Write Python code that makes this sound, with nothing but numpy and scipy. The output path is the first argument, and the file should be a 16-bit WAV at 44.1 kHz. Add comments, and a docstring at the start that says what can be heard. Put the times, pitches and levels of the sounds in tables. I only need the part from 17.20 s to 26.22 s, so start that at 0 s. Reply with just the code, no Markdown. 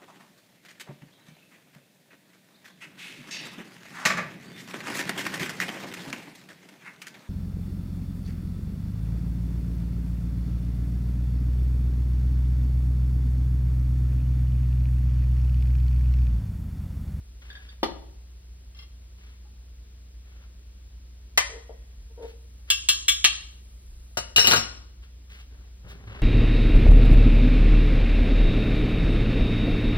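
"""Scraping out a pan in a small kitchen

A faintly sizzling steel pan is lifted off a glass cooktop, scraped with a spoon and tapped four times on its rim.
The spoon then drops into a steel sink and rattles to rest; things are handled nearby while an appliance hums.
Struck things are made of dying sine waves plus short noise bursts; rubbing, sizzle and air are shaped noise.
Scraping is an uneven train of clicks through resonances. The sound is wide, the left a little louder."""
import sys
import numpy as np
from scipy import signal
from scipy.fft import rfft, irfft
from scipy.io import wavfile
from scipy.ndimage import uniform_filter1d

SR = 44100
rng = np.random.default_rng(int(sys.argv[2]) if len(sys.argv) > 2 else 0)


def to_wav(s):
    """Save 16-bit WAV."""
    ch = np.atleast_2d(s).T  # columns
    pcm = np.round(np.clip(ch, -1, 1) * 32767)  # PCM
    wavfile.write(sys.argv[1], SR, pcm.astype(np.int16))


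N = 397770
TIME = np.arange(N) / SR
RING_TIME = np.arange(SR * 3 // 4) / SR  # time since a contact, in seconds
RING_WET_DB = -7  # level of the room in the ring of steel

# Noise colour of a knock on the glass cooktop. Each row: frequency in Hz, relative level in dB per Hz.
COOKTOP_CRACK = [(50, -32), (130, -1.5), (260, 2), (450, 4), (850, -1.5), (1400, -4.5), (2500, -14.5),
                 (3500, -10), (4200, -12), (5300, -17), (8000, -30), (12000, -22), (14200, -24),
                 (16000, -31)]
# Noise colour of a knock on the pan floor. Each row: frequency in Hz, relative level in dB per Hz.
FLOOR_CRACK = [(100, -32), (330, -30), (540, -10), (820, -3), (1400, -4), (1950, 1), (2700, -4), (4200, -8),
               (5600, -7), (8600, -12), (12000, -20), (14050, -10), (15900, -22)]


def amp(db):
    """Turns decibels into a gain."""
    return 10 ** (np.asarray(db) / 20)


def evened(x):
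    """Scales a sound to an average (rms) level of 1."""
    return x / np.sqrt(np.mean(x ** 2) + 1e-20)


def read(points, hz):
    """Reads a table between its rows, on a log-frequency axis."""
    f, value = np.transpose(points)
    return np.interp(np.log(hz + 1), np.log(f + 1), value)


def shaped(x, gain):
    """Filters a sound by a gain that depends on frequency."""
    spectrum = rfft(x) * gain(np.fft.rfftfreq(x.shape[-1], 1 / SR))
    return irfft(spectrum, x.shape[-1])


def octaves(hz):
    """Octaves above roughly 2000 Hz, used to tilt a sound brighter or duller."""
    return np.log2((hz + 100) / 2000)


def add(mix, s, sound):
    """Mixes a sound in at time s, in seconds."""
    part = mix[round(s * SR):][:len(sound)]
    part += sound[:len(part)]


def hump(hz, centre_hz, width_hz):
    """Is 1 at the centre and falls towards 0 on both sides."""
    return 1 / (1 + ((hz - centre_hz) / width_hz) ** 2)


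def skirts(modes, hz):
    """Lift in dB around each mode: resonances are broad while two pieces of steel touch."""
    lift_db, half_width_hz = 9, 100
    return lift_db * np.max([hump(hz, mode[0], half_width_hz) for mode in modes], axis=0)


def stroke(start, length, attack, release):
    """Loudness of one movement: it rises just before its start, holds for its length, then dies away."""
    t = TIME - start
    rise = np.clip(1 + t / attack, 0, 1) ** 2
    return rise * np.exp(-np.maximum(t - length, 0) / release)


def ring(modes, colour=lambda hz: 0, damping=1, detune=0):
    """Dying modes of a struck body, near rms 1 before colour; a touch damps them and pulls them off pitch."""
    hz, db, t60 = np.transpose(modes)[:, :, None]
    size = amp(db) / np.sqrt(np.sum(amp(db) ** 2) / 2) * amp(colour(hz))
    hz = hz * (1 + detune * rng.uniform(-0.81, 1, hz.shape))
    waves = np.sin(2 * np.pi * (hz * RING_TIME + rng.random(hz.shape)))
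    # log(1000) makes each mode fall by 60 dB in t60 seconds
    fall = np.exp(-np.log(1000) * damping * RING_TIME / t60)
    onset = 1 - np.exp(-RING_TIME / 0.00028)
    return (size * fall * waves).sum(0) * onset


def crack(spectrum, t60, colour=lambda hz: 0, snap=0.69, snap_s=0.005):
    """Countless damped modes heard as one gritty burst, with a sharp snap at the instant of contact."""
    grit_db, grit_s = 4, .0007  # depth and grain of the roughness
    grain_times = np.arange(0, 1, grit_s)
    grit = amp(grit_db * np.interp(RING_TIME, grain_times, rng.standard_normal(len(grain_times))))
    noise = grit * rng.standard_normal(len(RING_TIME))
    burst = evened(shaped(noise, lambda hz: amp(read(spectrum, hz))))
    fall = np.exp(-np.log(1000) * RING_TIME / t60) + snap * np.exp(-RING_TIME / snap_s)
    onset = 1 - np.exp(-RING_TIME / 0.0004)
    return shaped(burst, lambda hz: amp(colour(hz))) * fall * onset


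def placed(x, lag_ms, wet_db):
    """Direct sound, lag_ms later on the right (earlier if negative), plus the kitchen's dense reflections."""
    # How long reflections last. Each row: frequency in Hz, time to fall by 60 dB in seconds.
    room_t60 = [(100, 0.83), (500, 0.62), (2000, 0.5), (4000, 0.52), (8000, 0.54), (15000, 0.038)]
    right = shaped(x, lambda hz: np.exp(-2j * np.pi * hz * lag_ms / 1000))
    size = (2, len(RING_TIME))
    echoes = rng.choice([-1., 1.], size) * (rng.random(size) < .12)
    hz, t, z = signal.stft(echoes, SR, nperseg=256)
    fall = np.exp(-np.log(1000) * t / read(room_t60, hz)[:, None])
    tail = signal.istft(z * fall, SR, nperseg=256)[1][:, :len(RING_TIME)]
    # cupboards and worktop close by make the first echoes the strongest
    tail *= (RING_TIME > .003) * (1 + 3.3 * np.exp(-RING_TIME / 0.018))
    tail /= np.linalg.norm(tail, axis=1, keepdims=True)
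    room = signal.fftconvolve(x[None], tail, axes=1)[:, :N]
    return np.array([x, right]) + amp(wet_db) * room


def kitchen_hum():
    """Mains hum of an appliance over low rumble and faint hiss; both microphones share the bass."""
    # Steady hum tones. Each row: frequency in Hz, level in dB.
    hum_tones = [(60, -45.5), (86, -61.5), (120, -67.5), (188, -70.5)]
    # Colour of the rumble and hiss. Each row: frequency in Hz, relative level in dB per Hz.
    air_colour = [(20, -35.5), (35, -16.5), (50, 4), (62, -12.5), (75, -13), (100, -22.5), (140, -24),
                  (200, -24.5), (400, -28), (800, -36.5), (2000, -36), (5000, -35.5), (9000, -41),
                  (15000, -39.5)]
    air_db = -51.5
    hum = sum(amp(db) * np.sqrt(2) * np.sin(2 * np.pi * (hz * TIME + rng.random())) for hz, db in hum_tones)
    left, other = (evened(shaped(rng.standard_normal(N), lambda hz: amp(read(air_colour, hz))))
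                   for _ in range(2))
    same = lambda hz: 1 / (1 + (hz / 600) ** 2)  # share of the left also heard on the right
    right = shaped(left, same) + shaped(other, lambda hz: np.sqrt(1 - same(hz) ** 2))
    return hum + amp(air_db) * np.array([left, right])


def sizzling(pops_per_s=4000):
    """Tiny bubbles burst in the hot fat, too many to tell apart."""
    # The sizzle is louder whenever the pan is near. Each row: time in seconds, level in dB.
    sizzle_level = [(0, -66), (1.5, -70), (3.5, -76), (5, -66), (6.3, -62), (6.9, -61), (7.6, -80)]
    # Colour of the bubbling. Each row: frequency in Hz, relative level in dB per Hz.
    sizzle_colour = [(1000, -31.5), (4000, -5), (5500, -5.5), (8000, -0.5), (11500, 2.5), (14000, -6.5),
                     (16000, -10)]
    pops = rng.standard_normal((2, N)) * (rng.random((2, N)) < pops_per_s / SR)
    fizz = evened(shaped(pops, lambda hz: amp(read(sizzle_colour, hz))))
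    return fizz * amp(np.interp(TIME, *np.transpose(sizzle_level)))


def handling():
    """Hands, cloth and sliding things make grainy noise; each slide has its own brightness and fades as it slows."""
    # Slides. Each row: start in seconds, length in seconds, starting level in dB, brightness in dB per octave.
    rubs = [(0.22, 0.3, -55.5, -2.5), (1.569, 0.049, -53.5, 1.5), (1.986, 0.15, -60.5, -2),
            (3.06, 0.2, -61.5, -5), (5.025, 0.08, -54, 0.5), (5.481, .012, -47, -2),
            (7.827, 0.014, -56, -2), (8.1, 0.11, -51, -0.5), (8.312, 0.16, -58, -8),
            (8.641, 0.2, -47.5, -9.5), (8.684, 0.024, -48.5, 2), (8.872, 0.25, -44, -7)]
    # Colour of the rubbing. Each row: frequency in Hz, relative level in dB per Hz.
    rustle = [(40, -59.5), (100, -3.5), (200, -22), (400, -14), (800, -14), (1500, -4), (3000, -3.5),
              (6000, -12.5), (10000, -18.5), (15000, -15)]
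    attack_s, release_s, sag_db_per_s, grain_db = 0.0082, 0.026, 7.5, 2.5
    hz, t, z = signal.stft(rng.standard_normal(N), SR, nperseg=512)
    field = 0  # loudness over frequency and time
    for s, length, db, tilt in rubs:
        colour = evened(amp(read(rustle, hz) + tilt * octaves(hz)))
        envelope = np.interp(t, TIME, stroke(s, length, attack_s, release_s))
        level = envelope * amp(db - sag_db_per_s * np.clip(t - s, 0, length))
        field = field + np.outer(colour, level)
    grain = amp(grain_db * rng.standard_normal(len(t)))
    rubbing = signal.istft(z * field * grain, SR, nperseg=512)[1][:N]
    return placed(rubbing, lag_ms=0.19, wet_db=-9.5)


def pan_lifted():
    """The gripped handle clinks, the pan knocks and bumps the cooktop as it rises, and a bowl is nudged."""
    # Ringing of the handle. Each row: frequency in Hz, relative level in dB, fall by 60 dB in seconds.
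    handle = [(749, -15, .2), (1660, 9, .07), (3300, -9, .06), (3600, -4, .06), (4700, -14, .04)]
    # Clinks of the gripped handle. Each row: time in seconds, level in dB, brightness in dB per octave.
    grips = [(0.302, -36.5, 6.5), (0.353, -38, 6.5), (0.372, -46, -3), (0.489, -51, 19)]
    # Ringing of the glass bowl. Each row: frequency in Hz, relative level in dB, fall by 60 dB in seconds.
    bowl = [(835, -11, 0.2), (1160, 1, 0.12), (2080, -6, 0.12), (2750, -2, .05), (3250, 1, .05),
            (4220, -5, .04), (5180, -7, .05)]
    # Nudges of the bowl on its cloth. Each row: time in seconds, level in dB, brightness in dB per octave.
    bowl_touches = [(1.548, -55.5, 8), (1.589, -48, 9.5), (1.624, -51, 7.5), (2.25, -89, -37)]
    # Ringing of the glass cooktop. Each row: frequency in Hz, relative level in dB, fall by 60 dB in seconds.
    cooktop = [(185, -6, .1), (275, -3, .16), (506, -4, .12), (790, 10, .08), (920, 10, .08),
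               (1136, -1, .08), (4270, -5, .25)]
    out = np.zeros(N)
    for modes, touches in ((handle, grips), (bowl, bowl_touches)):
        for s, db, tilt in touches:
            clink = ring(modes, lambda hz: tilt * octaves(hz))
            add(out, s, amp(db) * (clink + amp(-22.0) * crack(FLOOR_CRACK, t60=0.057)))
    knock = amp(-20.5) * crack(COOKTOP_CRACK, t60=0.056, snap=0.86)
    add(out, .630, knock + amp(-25) * ring(cooktop))
    bump = crack(COOKTOP_CRACK, t60=0.084, colour=lambda hz: -3.0 * octaves(hz))
    add(out, .686, amp(-41) * bump)
    return placed(out, lag_ms=-0.14, wet_db=-2.0)


def spoon_clack():
    """The spoon meets the pan floor, damped by food, bounces once, and later bumps it dully through the food."""
    # Ringing of the pan floor, damped by food, with the faint long ring of the wall.
    # Each row: frequency in Hz, relative level in dB, fall by 60 dB in seconds.
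    pan_floor = [(560, -12, .2), (830, -9, .06), (1480, -5, .14), (1800, -2, .17), (1900, 3, .12),
                 (2040, -1, .17), (2410, -1, .11), (3200, -8, .11), (4700, -7, .12), (5850, -1, .08),
                 (6550, -3, .07), (7630, 0, .06), (12900, 0, .07), (1905, -28, 1.6), (1985, -28, 1.5),
                 (3340, -36, 1.5)]
    out = np.zeros(N)
    first = crack(FLOOR_CRACK, t60=0.093, colour=lambda hz: 1.3 * octaves(hz), snap=1.2)
    add(out, 4.1753, amp(-16.5) * first)
    bounce = crack(FLOOR_CRACK, t60=0.082, colour=lambda hz: -1.4 * octaves(hz), snap=1.0)
    add(out, 4.1785, amp(-15) * bounce + amp(-16) * ring(pan_floor))
    # the dull bump is strongest near 660 Hz
    bump = crack(COOKTOP_CRACK, t60=0.15, colour=lambda hz: -np.abs(np.log2((hz + 1) / 660)) * 17)
    add(out, 4.493, amp(-36.5) * bump)
    return placed(out, lag_ms=-0.17, wet_db=-5.5)


def scraping(slip_hz=459, hiss=0.59):
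    """The spoon sticks and slips unevenly over the pan floor, giving clicks and hiss coloured by resonances."""
    # Resonances of the scrape. Each row: frequency in Hz, width in Hz, relative level in dB.
    scrape_body = [(496, 270, 7.5), (580, 88, 0), (740, 310, -11.5), (1120, 500, -29.5)]
    # Strokes of the spoon. Each row: start in seconds, length in seconds, level at the end in dB.
    strokes = [(4.295, 0.075, -41), (4.499, 0.0049, -42), (4.902, 0.015, -56.5), (4.978, .075, -35),
               (5.108, 0.0092, -54)]
    slip_rough = .08  # share by which the slip rate wanders
    attack_s, release_s = 0.0038, 0.013
    press_db_per_s = 135  # the hand presses harder as a stroke goes on
    wander = evened(uniform_filter1d(rng.standard_normal(N), 60))
    cycles = np.cumsum(slip_hz * (1 + slip_rough * wander)) / SR
    slips = np.diff(np.floor(cycles), prepend=0)  # one click per cycle
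    drive = evened(slips - slips.mean()) + hiss * rng.standard_normal(N)
    body = shaped(drive, lambda hz: sum(amp(db) / (1 + 2j * (hz - f) / width) ** 2
                                        for f, width, db in scrape_body))
    pressure = 0
    for s, length, db in strokes:
        level_db = db - press_db_per_s * np.clip(s + length - TIME, 0, length)
        pressure = pressure + amp(level_db) * stroke(s, length, attack_s, release_s)
    return placed(evened(body) * pressure, lag_ms=-0.084, wet_db=-5.5)


def steps():
    """Shifting feet make the floor swell softly, as short low tones that rise and fall."""
    # Soft steps. Each row: middle in seconds, frequency in Hz, peak level in dB, length in seconds.
    thuds = [(4.799, 48.4, -42, 0.14), (6.751, 35.4, -45.5, .3), (8.897, 104, -38.5, 0.1)]
    out = np.zeros(N)
    for s, hz, db, length in thuds:
        t = np.arange(0, length, 1 / SR)
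        swell = np.sqrt(2) * np.hanning(len(t)) * np.sin(2 * np.pi * hz * t)
        add(out, s - length / 2, amp(db) * swell)
    return out


def rim_taps():
    """The spoon strikes the rim twice per tap; each contact point favours other modes, the last tap is damped."""
    # Ringing of the pan with the spoon on its rim.
    # Each row: frequency in Hz, relative level in dB, undamped fall by 60 dB in seconds.
    pan = [(1176, -16, .25), (1635, -15, .4), (1870, -18, .27), (2267, -8, .16), (2697, -1, .3),
           (2756, -4, .28), (2920, -10, .19), (3150, -6, .2), (3220, 0, .24), (3400, -8, .17),
           (3452, 0, .33), (3880, -8, .16), (4217, -6, .22), (5170, -6, .27), (6280, -3, .3), (7473, 3, .2),
           (8840, -10, .15), (10250, -6, .15), (12560, -9, .14), (13350, -9, .12), (14150, -8, .12),
           (14977, -3, .19)]
    # Noise colour of a knock on the rim. Each row: frequency in Hz, relative level in dB per Hz.
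    rim_crack = [(150, -6), (420, -2), (750, -9), (1200, 4), (2000, 7), (2900, 13), (4600, 10), (6200, 9),
                 (8600, 9), (11000, 4), (13800, 10), (15900, 0)]
    # Frequencies in Hz at which the point of contact colours a tap.
    colour_hz = [700, 1250, 1800, 2300, 2750, 3200, 3480, 4220, 5200, 7500, 14500]
    # Taps. Each row: time in seconds, crack level in dB, ring level in dB, damping factor,
    # detuning as a share, then colour in dB at each frequency of colour_hz.
    taps = [(5.502, -28, -16.5, 1, 0, -5, -3, -2, -9, 3, 1, -3, -2, 0, -2, 0),
            (5.6875, -27, -15.5, 1, 0, -4, -2, -4, -5, -2, 0, -2, 3, 1, 1, 0),
            (5.8815, -29, -15.5, .95, 0, -3, -2, -1, 2, -7, 1, 6, -3, 1, 1, 2),
            (6.043, -23, -18.5, 1.4, .025, 1, 3, -1, 2, 1, 3, -4, 0, -2, -4, -8)]
    chatter_s, chatter_db = .0042, 1  # delay of the second strike, and how much louder it is
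    cracks, rings = np.zeros((2, N))
    for s, crack_db, ring_db, damping, detune, *colour_db in taps:
        colour = lambda hz: np.interp(hz, colour_hz, colour_db)
        contact = lambda hz: colour(hz) + skirts(pan, hz)
        for delay, db in ((0, 0), (chatter_s, chatter_db)):
            knock = crack(rim_crack, 0.045, contact, snap=4.2, snap_s=.003)
            add(cracks, s + delay, amp(crack_db + db) * knock)
        add(rings, s, amp(ring_db) * ring(pan, colour, damping, detune))
    return placed(cracks, lag_ms=-0.074, wet_db=-0.9) + placed(rings, lag_ms=-0.047, wet_db=RING_WET_DB)


def sink_clatter():
    """Bounces ring spoon and basin; a spoon that is held or lands flat rings less and further off pitch."""
    # Ringing of the free spoon. Each row: frequency in Hz, relative level in dB,
    # undamped fall by 60 dB in seconds.
    spoon_modes = [(2554, -7, .12), (2870, 1, .2), (2925, -1, .21), (3880, -2, .16), (3950, -5, .14),
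                   (4300, -5, .14), (5469, -2, .17), (6340, -5, .2), (6950, -7, .18), (7400, -8, .18),
                   (8310, -8, .16), (14250, -4, .17), (14980, -5, .19), (15300, -7, .14)]
    # Ringing of the sink basin. Each row: frequency in Hz, relative level in dB,
    # undamped fall by 60 dB in seconds.
    basin_modes = [(100.7, -2, .2), (150, -5, .2), (234, -8, .25), (355, -5, .2), (467, -1, .11),
                   (556, -1, .12), (717, 0, .13), (940, -2, .1), (1170, -3, .28), (1255, 1, .16),
                   (1432, 6, .15), (1620, 0, .1), (1891, 2, .1), (2300, -12, .15)]
    # Noise colour of the spoon's knock. Each row: frequency in Hz, relative level in dB per Hz.
    spoon_crack = [(500, -22), (1800, -9), (2800, 2), (3500, -3), (4400, -1), (5400, -1), (6100, -7),
                   (8300, -6), (11500, -7), (14500, -1), (15900, -11)]
    # Noise colour of the basin's knock. 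Each row: frequency in Hz, relative level in dB per Hz.
    basin_crack = [(50, -14.5), (110, 2.5), (200, -4), (420, 4.5), (800, -3.5), (1300, 3), (2000, 4),
                   (3000, -7.5), (5000, -1.5), (9000, -22), (15000, -31.5)]
    # Bounces. Each row: time in seconds, relative spoon level in dB, relative basin level in dB,
    # damping factor, favoured frequency in Hz.
    bounces = [(6.971, -30, -26.5, 1.32, 780), (7.161, -23, -28.5, 1.08, 2900),
               (7.167, -25.5, -28, 1.5, 3900), (7.182, -26, -21.5, 2.3, 1850),
               (7.193, -31, -36.5, 0.5, 5470), (7.243, -35, -29, 0.91, 2900), (7.25, -36.5, -35, 2, 4700),
               (7.265, -33, -26, 2.2, 2900), (7.271, -24.5, -24.5, 0.88, 14500),
               (7.281, -29, -24.5, 1.7, 4280), (7.304, -30.5, -27.5, 1.6, 5470),
               (7.31, -27.5, -20.5, 3.6, 3300), (7.318, -28.5, -20.5, 1.4, 4100),
               (7.324, -30, -23.5, 1.5, 1200), (7.334, -35.5, -24, 0.8, 1430),
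               (7.345, -34.5, -30, 0.92, 550), (7.362, -30.5, -28, 0.85, 5470),
               (7.372, -35.5, -29.5, 2.8, 4400)]
    favour_db, favour_width_hz = 10, 220  # lift around the favoured frequency
    spoon_ring_db, basin_ring_db = 9, 1  # ring against crack, before damping
    detune_share = .009  # how far a contact pulls modes off pitch, per unit of damping
    rattle_start_s, rattle_end_s, rattle_db, rattles_per_s = 7.27, 7.39, -30, 70
    cracks, rings = np.zeros((2, N))
    for s, spoon_db, basin_db, damping, favoured_hz in bounces:
        colour = lambda hz: favour_db * hump(hz, favoured_hz, favour_width_hz)
        contact = lambda hz: colour(hz) + skirts(spoon_modes, hz) / damping
        spoon = crack(spoon_crack, 0.03, contact, snap=3, snap_s=.004)
        basin = crack(basin_crack, 0.032, colour, snap=0.96, snap_s=0.0072)
        add(cracks, s, amp(spoon_db) * spoon + amp(basin_db) * basin)
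        for modes, db in ((spoon_modes, spoon_db + spoon_ring_db), (basin_modes, basin_db + basin_ring_db)):
            add(rings, s, amp(db) / damping * ring(modes, colour, damping, detune_share * damping))
    # light contacts while the spoon skitters to rest
    for s in np.arange(rattle_start_s, rattle_end_s, 1 / rattles_per_s):
        tick = crack(spoon_crack, 0.015, snap=1.6, snap_s=0.0011)
        add(cracks, s + rng.random() / rattles_per_s, amp(rattle_db) * tick)
    both = placed(cracks, lag_ms=0.21, wet_db=-1.0) + placed(rings, lag_ms=0.19, wet_db=RING_WET_DB)
    return both * amp([[-1], [-4]])  # left and right level in dB


def scene():
    """Adds up all sources at the two microphones."""
    return (kitchen_hum() + sizzling() + handling() + pan_lifted() + spoon_clack()
            + scraping() + steps() + rim_taps() + sink_clatter())


def record(dry):
    """Favours the left; above about 5 kHz the right is mostly the left inverted. 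Rounds peaks, cuts the top."""
    # Left sound heard inverted on the right. Each row: frequency in Hz, share of the left.
    opposed_share = [(1200, 0), (2500, .05), (4000, .05), (5200, .55), (6000, .85), (6700, 1), (12200, 1),
                     (14200, .89)]
    # Colour of the right's own sound. Each row: frequency in Hz, level in dB before the inverted left joins.
    right_db = [(70, 0), (200, -1.5), (700, -4.5), (1200, -6), (2000, -3), (2800, -1.5), (5000, -3.5),
                (7000, 0), (15000, 0)]
    edge_hz = 16000
    opposed = lambda hz: np.clip(read(opposed_share, hz), 0, 1)
    left, right = dry
    own = shaped(right, lambda hz: amp(read(right_db, hz)) * np.sqrt(1 - opposed(hz) ** 2))
    pair = np.array([left, own - shaped(left, opposed)])
    pair = pair / (1 + pair ** 8) ** (1 / 8)
    low_pass = signal.firwin(255, edge_hz, window=("kaiser", 9), fs=SR)
    return signal.oaconvolve(pair, low_pass[None], "same", axes=1)


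dry = scene()
out = record(dry)
to_wav(out)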